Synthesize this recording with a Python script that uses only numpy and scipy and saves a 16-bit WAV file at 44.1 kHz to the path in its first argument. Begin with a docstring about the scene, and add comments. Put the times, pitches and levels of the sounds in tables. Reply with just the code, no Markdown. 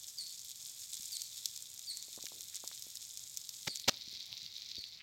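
"""Skewers sizzling over a wood fire

Skewered food fries in oil on a flat pan, outdoors. Countless tiny bubbles burst into a sizzle,
larger ones tick, and the sizzle turns muffled late on. The fire thuds softly as gas flares, then
spits once and gives one sharp pop as steam breaks out of the wood. Behind it are soft rustles
around the stove, a small bird chirping five times among the trees, and a low murmur of air."""
import sys
import numpy as np
from scipy import signal
from scipy.fft import rfft, irfft, next_fast_len
from scipy.io import wavfile
from scipy.ndimage import map_coordinates

SR = 44100
rng = np.random.default_rng(int(sys.argv[2]) if len(sys.argv) > 2 else 0)


def inscribe(sig):
    """Save sig as 16-bit PCM at rate SR to the path in sys.argv[1].

    A 1-D sig is mono; a 2-D sig holds one channel per row.
    Samples are clipped to [-1, 1] before scaling.
    """
    pcm = np.round(np.clip(np.atleast_2d(sig).T, -1, 1) * 32767)
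    wavfile.write(sys.argv[1], SR, pcm.astype(np.int16))


N = 221776
TIME = np.arange(N) / SR


# How hard the oil fries: time_s, level_db
FRYING_LEVEL = [(0.0, -51.5), (0.25, -50.5), (0.6, -50.5), (1.08, -47), (1.46, -49), (1.62, -51),
                (2.72, -48.5), (3.35, -51.5), (3.78, -48), (4.43, -50), (4.89, -51), (5.03, -60.5)]

def sizzle(fizz_db=1.07, thinning_db=2, pops_db=-5.5, bubbles_db=-3):
    """Bursting bubbles: a dense fizz that thins when muffled, under flurries of sparser pops."""
    fizz = amp(fizz_db - thinning_db * curve(MUFFLING)) * bursts(per_s=7000, spread_db=2.0)
    pops = amp(pops_db) * bursts(per_s=370, spread_db=7.0)
    flurry = amp(1.6 * wobble(70))
    surge = amp(1.1 * wobble(45))
    crackle = (pops + amp(bubbles_db) * bubbles()) * flurry
    return amp(curve(FRYING_LEVEL)) * surge * sizzle_colour(fizz + crackle, makeup_db=6.5)


# Crackling bubbles, one row a size: pitch_hz, bursts_per_s, level_db
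BUBBLE_SIZES = [(3790, 230, -4.5), (4620, 150, -8), (6200, 200, -3.5), (8200, 160, -3), (12500, 140, -2)]

def bubbles():
    """Each bubble rings for a cycle or two at the pitch of its size."""
    out = np.zeros(N)
    for hz, per_s, db in BUBBLE_SIZES:
        ring = signal.iirpeak(hz, Q=2.7, fs=SR)
        out += amp(db) * unit(signal.lfilter(*ring, bursts(per_s, spread_db=6.5)))
    return out


# Crossfade from an open (0) to a muffled (1) sound: time_s, muffled_share
MUFFLING = [(0, 0.01), (2.0, 0.14), (2.3, .19), (3.6, 0.06), (3.92, 0.87), (4.5, 0.93), (5.03, 0.95)]
# EQ of the open sizzle: frequency_hz, gain_db
OPEN_SIZZLE_EQ = [(300, -33), (1200, -24.5), (1900, -19), (2400, -12), (2850, -13.5), (3500, -1),
                  (4300, -3.5), (5400, 1.5), (5900, -2), (6800, 3), (8300, -1), (9400, -9), (11000, -7.5),
                  (12700, -6), (15800, -12)]
# EQ of the muffled sizzle: frequency_hz, gain_db
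MUFFLED_SIZZLE_EQ = [(300, -20.5), (1000, -36.5), (1700, -23.5), (2150, -10.5), (2900, -13), (3800, 0),
                     (4600, -1.5), (5900, -8), (7300, -15.5), (9000, -32), (12800, -25.5), (15800, -21)]

def sizzle_colour(x, makeup_db):
    """The sizzle goes from open to muffled; the muffled side gets make-up gain."""
    share = curve(MUFFLING)
    muffled = amp(makeup_db) * coloured(x, MUFFLED_SIZZLE_EQ)
    return (1 - share) * coloured(x, OPEN_SIZZLE_EQ) + share * muffled


# The largest bubbles bursting: start_s, level_db
BUBBLE_TICKS = [(0.0838, -29), (0.1851, -27), (0.9328, -22), (0.9692, -27), (1.031, -28), (1.1293, -26),
                (1.2182, -19), (1.4569, -14), (1.5623, -26), (1.5751, -26), (1.7928, -26), (1.9709, -23),
                (2.0253, -27), (2.2266, -25), (2.2553, -23), (2.2666, -26), (2.4079, -25), (2.5455, -27),
                (2.6758, -21), (2.8231, -26), (2.9546, -26), (2.9708, -26), (3.1731, -24), (3.3723, -18),
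                (3.4149, -30), (3.4915, -22), (3.7576, -20), (3.7721, -24), (3.7978, -24), (4.3277, -24),
                (4.3763, -28), (4.4622, -30), (4.6203, -27), (4.7549, -27), (4.8399, -26)]

def ticks(open_hz=6600, muffled_hz=4180, spread_octaves=0.17, rise_s=0.0006, scatter_t60_s=0.02):
    """Large bubbles snap with a bright edge, lower when muffled; pan and stones scatter the sound."""
    muffling = curve(MUFFLING)
    impulses, snaps = np.zeros(N), []
    for start, db in BUBBLE_TICKS:
        crest = round((start + rise_s) * SR)
        hz = open_hz + (muffled_hz - open_hz) * muffling[crest]
        detune = 2 ** (spread_octaves * rng.standard_normal())
        snaps.append((crest / SR, db, hz * detune))
        impulses[crest] = amp(db)
    decay = amp(-60 * TIME[:SR // 25] / scatter_t60_s)
    scatter = amp(-9.5) * signal.fftconvolve(impulses, decay)[:N] * rng.standard_normal(N)
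    snap = amp(-1.5) * clicks(snaps, cycles=1)
    glint_eq = [(1000, -25), (7000, -18), (10500, -1), (13000, 0), (16000, -3)]
    glint = amp(-1) * coloured(impulses, glint_eq) * (1 - 0.7 * muffling)
    return snap + glint + sizzle_colour(scatter, makeup_db=1)


# Rushes of steam from the wood: crest_s, level_db, rise_s, fall_s, bass_db
STEAM_SPITS = [(3.678, -31.5, 0.0043, 0.0035, 1.5), (3.885, -24.5, 0.0045, 0.0086, 0.5)]
# EQ of a rush: frequency_hz, gain_db
STEAM_EQ = [(50, -20), (130, 3.5), (320, -6), (680, -4), (1100, -5.5), (2600, -4), (4200, -3.5), (6200, -6),
            (7800, -11.5), (9200, -26), (12500, -20.5), (15800, -22)]
# Hard cracks inside the rushes: crest_s, level_db, pitch_hz
WOOD_CRACKS = [(3.6778, -24, 4500), (3.6811, -23, 5000), (3.8853, -12, 5200), (3.8874, -18, 4200),
               (3.8936, -10.5, 4600)]

def spits():
    """Steam breaks out of the burning wood: a rush of a few milliseconds with hard cracks in it."""
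    out = np.zeros(N)
    for crest, db, rise, fall, bass_db in STEAM_SPITS:
        age = (TIME - crest) / np.where(TIME < crest, rise, fall)
        swell = np.exp(-age ** 2 / 2) * (age > -2) * (age < 1.55)  # gated hard at both ends
        eq = [(hz, gain_db + bass_db / (1 + hz / 2000)) for hz, gain_db in STEAM_EQ]
        out += amp(db) * swell * unit(coloured(rng.standard_normal(N), eq))
    out += clicks(WOOD_CRACKS, cycles=0.82)
    return out + amp(-26.5) * reverb(out, t60_s=0.38, build_s=0.0046)


# Soft thuds of the fire: centre_s, peak_db, pitch_hz
GAS_PUFFS = [(0.999, -56.5, 141), (2.0844, -54, 420), (2.1781, -44.5, 410), (2.187, -53, 370),
             (2.2404, -48.5, 374), (2.3205, -46.5, 590), (2.6402, -40.5, 635), (2.7152, -41.5, 1550),
             (2.868, -53, 377), (3.6831, -37.5, 300), (4.079, -54.5, 183), (4.131, -57, 260),
             (4.783, -49.5, 265)]

def puffs():
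    """Pockets of gas flare in the fire: one push of air and one pull."""
    out = np.zeros(N)
    for centre, db, hz in GAS_PUFFS:
        phase = 2 * np.pi * hz * (TIME - centre)
        out -= amp(db) * phase * np.exp((1 - np.minimum(phase ** 2, 100)) / 2)
    return out + amp(-13.5) * reverb(out, t60_s=0.15, build_s=0.005)


# Soft scuffs around the stove: crest_s, level_db, half_length_s, pitch_hz
STOVE_RUSTLES = [(2.186, -61, 0.0068, 830), (2.267, -46.5, 0.0025, 2300), (2.363, -68, 0.027, 388),
                 (2.557, -61, 0.016, 2100), (4.32, -70.5, 0.029, 785), (4.322, -66.5, 0.023, 109),
                 (4.44, -67.5, .02, 129), (4.787, -58.5, 0.0054, 70), (5.004, -58, 0.024, 2500)]

def rustles():
    """Brief grainy rubs, each a band of sound around its pitch."""
    out = np.zeros(N)
    for crest, db, half_length, hz in STOVE_RUSTLES:
        band = [(hz / 4, -30), (hz * .6, -12), (hz * .85, 0),
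                (hz * 1.2, 0), (hz * 2.5, -20), (hz * 6, -50)]
        rub = coloured(bursts(per_s=1400, spread_db=9), band)
        swell = np.exp(-((TIME - crest) / half_length) ** 2 / 2)
        out += amp(db) * swell * unit(rub)
    return out


# Calls of the small bird: start_s, level_db, start_pitch_hz, overtone_db
BIRD_CHIRPS = [(.174, -40, 5020, -5), (1.117, -41, 4950, -4), (1.87, -39.5, 4840, -4),
               (3.678, -41.5, 5120, -11), (4.768, -44, 4900, -18)]

def bird(length_s=0.07, end_hz=4020):
    """Each raspy chirp slides down, roughens and grows side tones as it falls; the trees prolong it."""
    song = np.zeros(N)
    for start, db, start_hz, overtone_db in BIRD_CHIRPS:
        progress = np.clip((TIME - start) / length_s, 0, 1)
        pitch = start_hz + (end_hz - start_hz) * progress ** 0.65
        rasp = 0.028 * (0.5 + progress) * wobble(700)
        phase = 2 * np.pi * np.cumsum(pitch * (1 + rasp)) / SR
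        swell = np.abs(np.sin(np.pi * progress ** 0.6)) * amp(1.5 * wobble(250))
        octave_above = amp(overtone_db) * np.sin(2 * phase)
        hoarse_octave_below = amp(-22) * wobble(600) * np.sin(phase / 2)
        side_tones = np.minimum(2 * progress, 1) ** 4 * (octave_above + hoarse_octave_below)
        song += amp(db) * swell * (np.sin(phase) + side_tones)
    trees = coloured(reverb(song, t60_s=0.62, build_s=0.01), [(5000, -2), (8000, -8)])
    return song + trees


# EQ of the outdoor bed: frequency_hz, gain_db
AIR_EQ = [(20, -13), (45, -9), (75, -0.5), (120, 2.5), (200, -7), (400, -13.5), (900, -14), (2000, -16),
          (5000, -40)]

def air(level_db=-75, drift_db=1.26):
    """The fire and the open air murmur low and steadily."""
    return amp(level_db + drift_db * wobble(13)) * unit(coloured(rng.standard_normal(N), AIR_EQ))


def amp(db):
    """Decibels to gain."""
    return 10 ** (np.asarray(db) / 20)


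def unit(x):
    """x at rms 1."""
    return x / np.sqrt(np.mean(x ** 2) + 1e-20)


def curve(rows):
    """An automation line through (time_s, value) rows."""
    return np.interp(TIME, *np.transpose(rows))


def wobble(per_s):
    """A smooth random curve with per_s knots a second."""
    return map_coordinates(rng.standard_normal(int(N * per_s / SR) + 4), [TIME * per_s])


def coloured(x, eq, size=2048):
    """x through a minimum-phase EQ of (frequency_hz, gain_db) points."""
    hz, db = np.transpose(eq)
    gain = amp(np.interp(np.log(np.fft.rfftfreq(size, 1 / SR) + 1), np.log(hz), db))
    cepstrum = irfft(np.log(gain))[:size // 2]
    cepstrum[0] /= 2
    response = irfft(np.exp(rfft(2 * cepstrum, size)))
    return signal.fftconvolve(x, response)[:N]


def bursts(per_s, spread_db):
    """Impulses at random moments: many small, few large."""
    happens = rng.random(N) < per_s / SR
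    size = amp(spread_db * np.minimum(rng.standard_normal(N), 2.3))
    return unit(happens * size * rng.choice([-1, 1], N))


def clicks(rows, cycles):
    """Clicks from (crest_s, level_db, pitch_hz) rows; each swings about once at its pitch."""
    out = np.zeros(N)
    t = np.arange(-SR // 500, SR // 500) / SR
    for crest, db, hz in rows:
        swing = np.exp(-(t * hz / cycles) ** 2) * np.sin(2 * np.pi * (hz * t + rng.random()))
        out[round((crest + t[0]) * SR):][:len(t)] += amp(db) * swing
    return out


def reverb(x, t60_s, build_s):
    """A diffuse tail for x, of about the same energy."""
    t = TIME[:SR]
    tail = rng.standard_normal(SR) * amp(-60 * t / t60_s) * (1 - np.exp(-t / build_s))
    return signal.fftconvolve(x, tail / np.linalg.norm(tail))[:N]


def scene():
    """Pan, fire and surroundings in mono, alike on both channels."""
    mono = sizzle() + ticks() + puffs() + spits() + rustles() + bird() + air()
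    return np.array([mono, mono])


def record(dry):
    """A brick-wall low-pass takes off the very top."""
    cutoff_hz = 15950
    size = next_fast_len(N + SR // 2)
    passband = np.fft.rfftfreq(size, 1 / SR) < cutoff_hz
    return irfft(rfft(dry, size) * passband, size)[:, :N]


dry = scene()
out = record(dry)
inscribe(out)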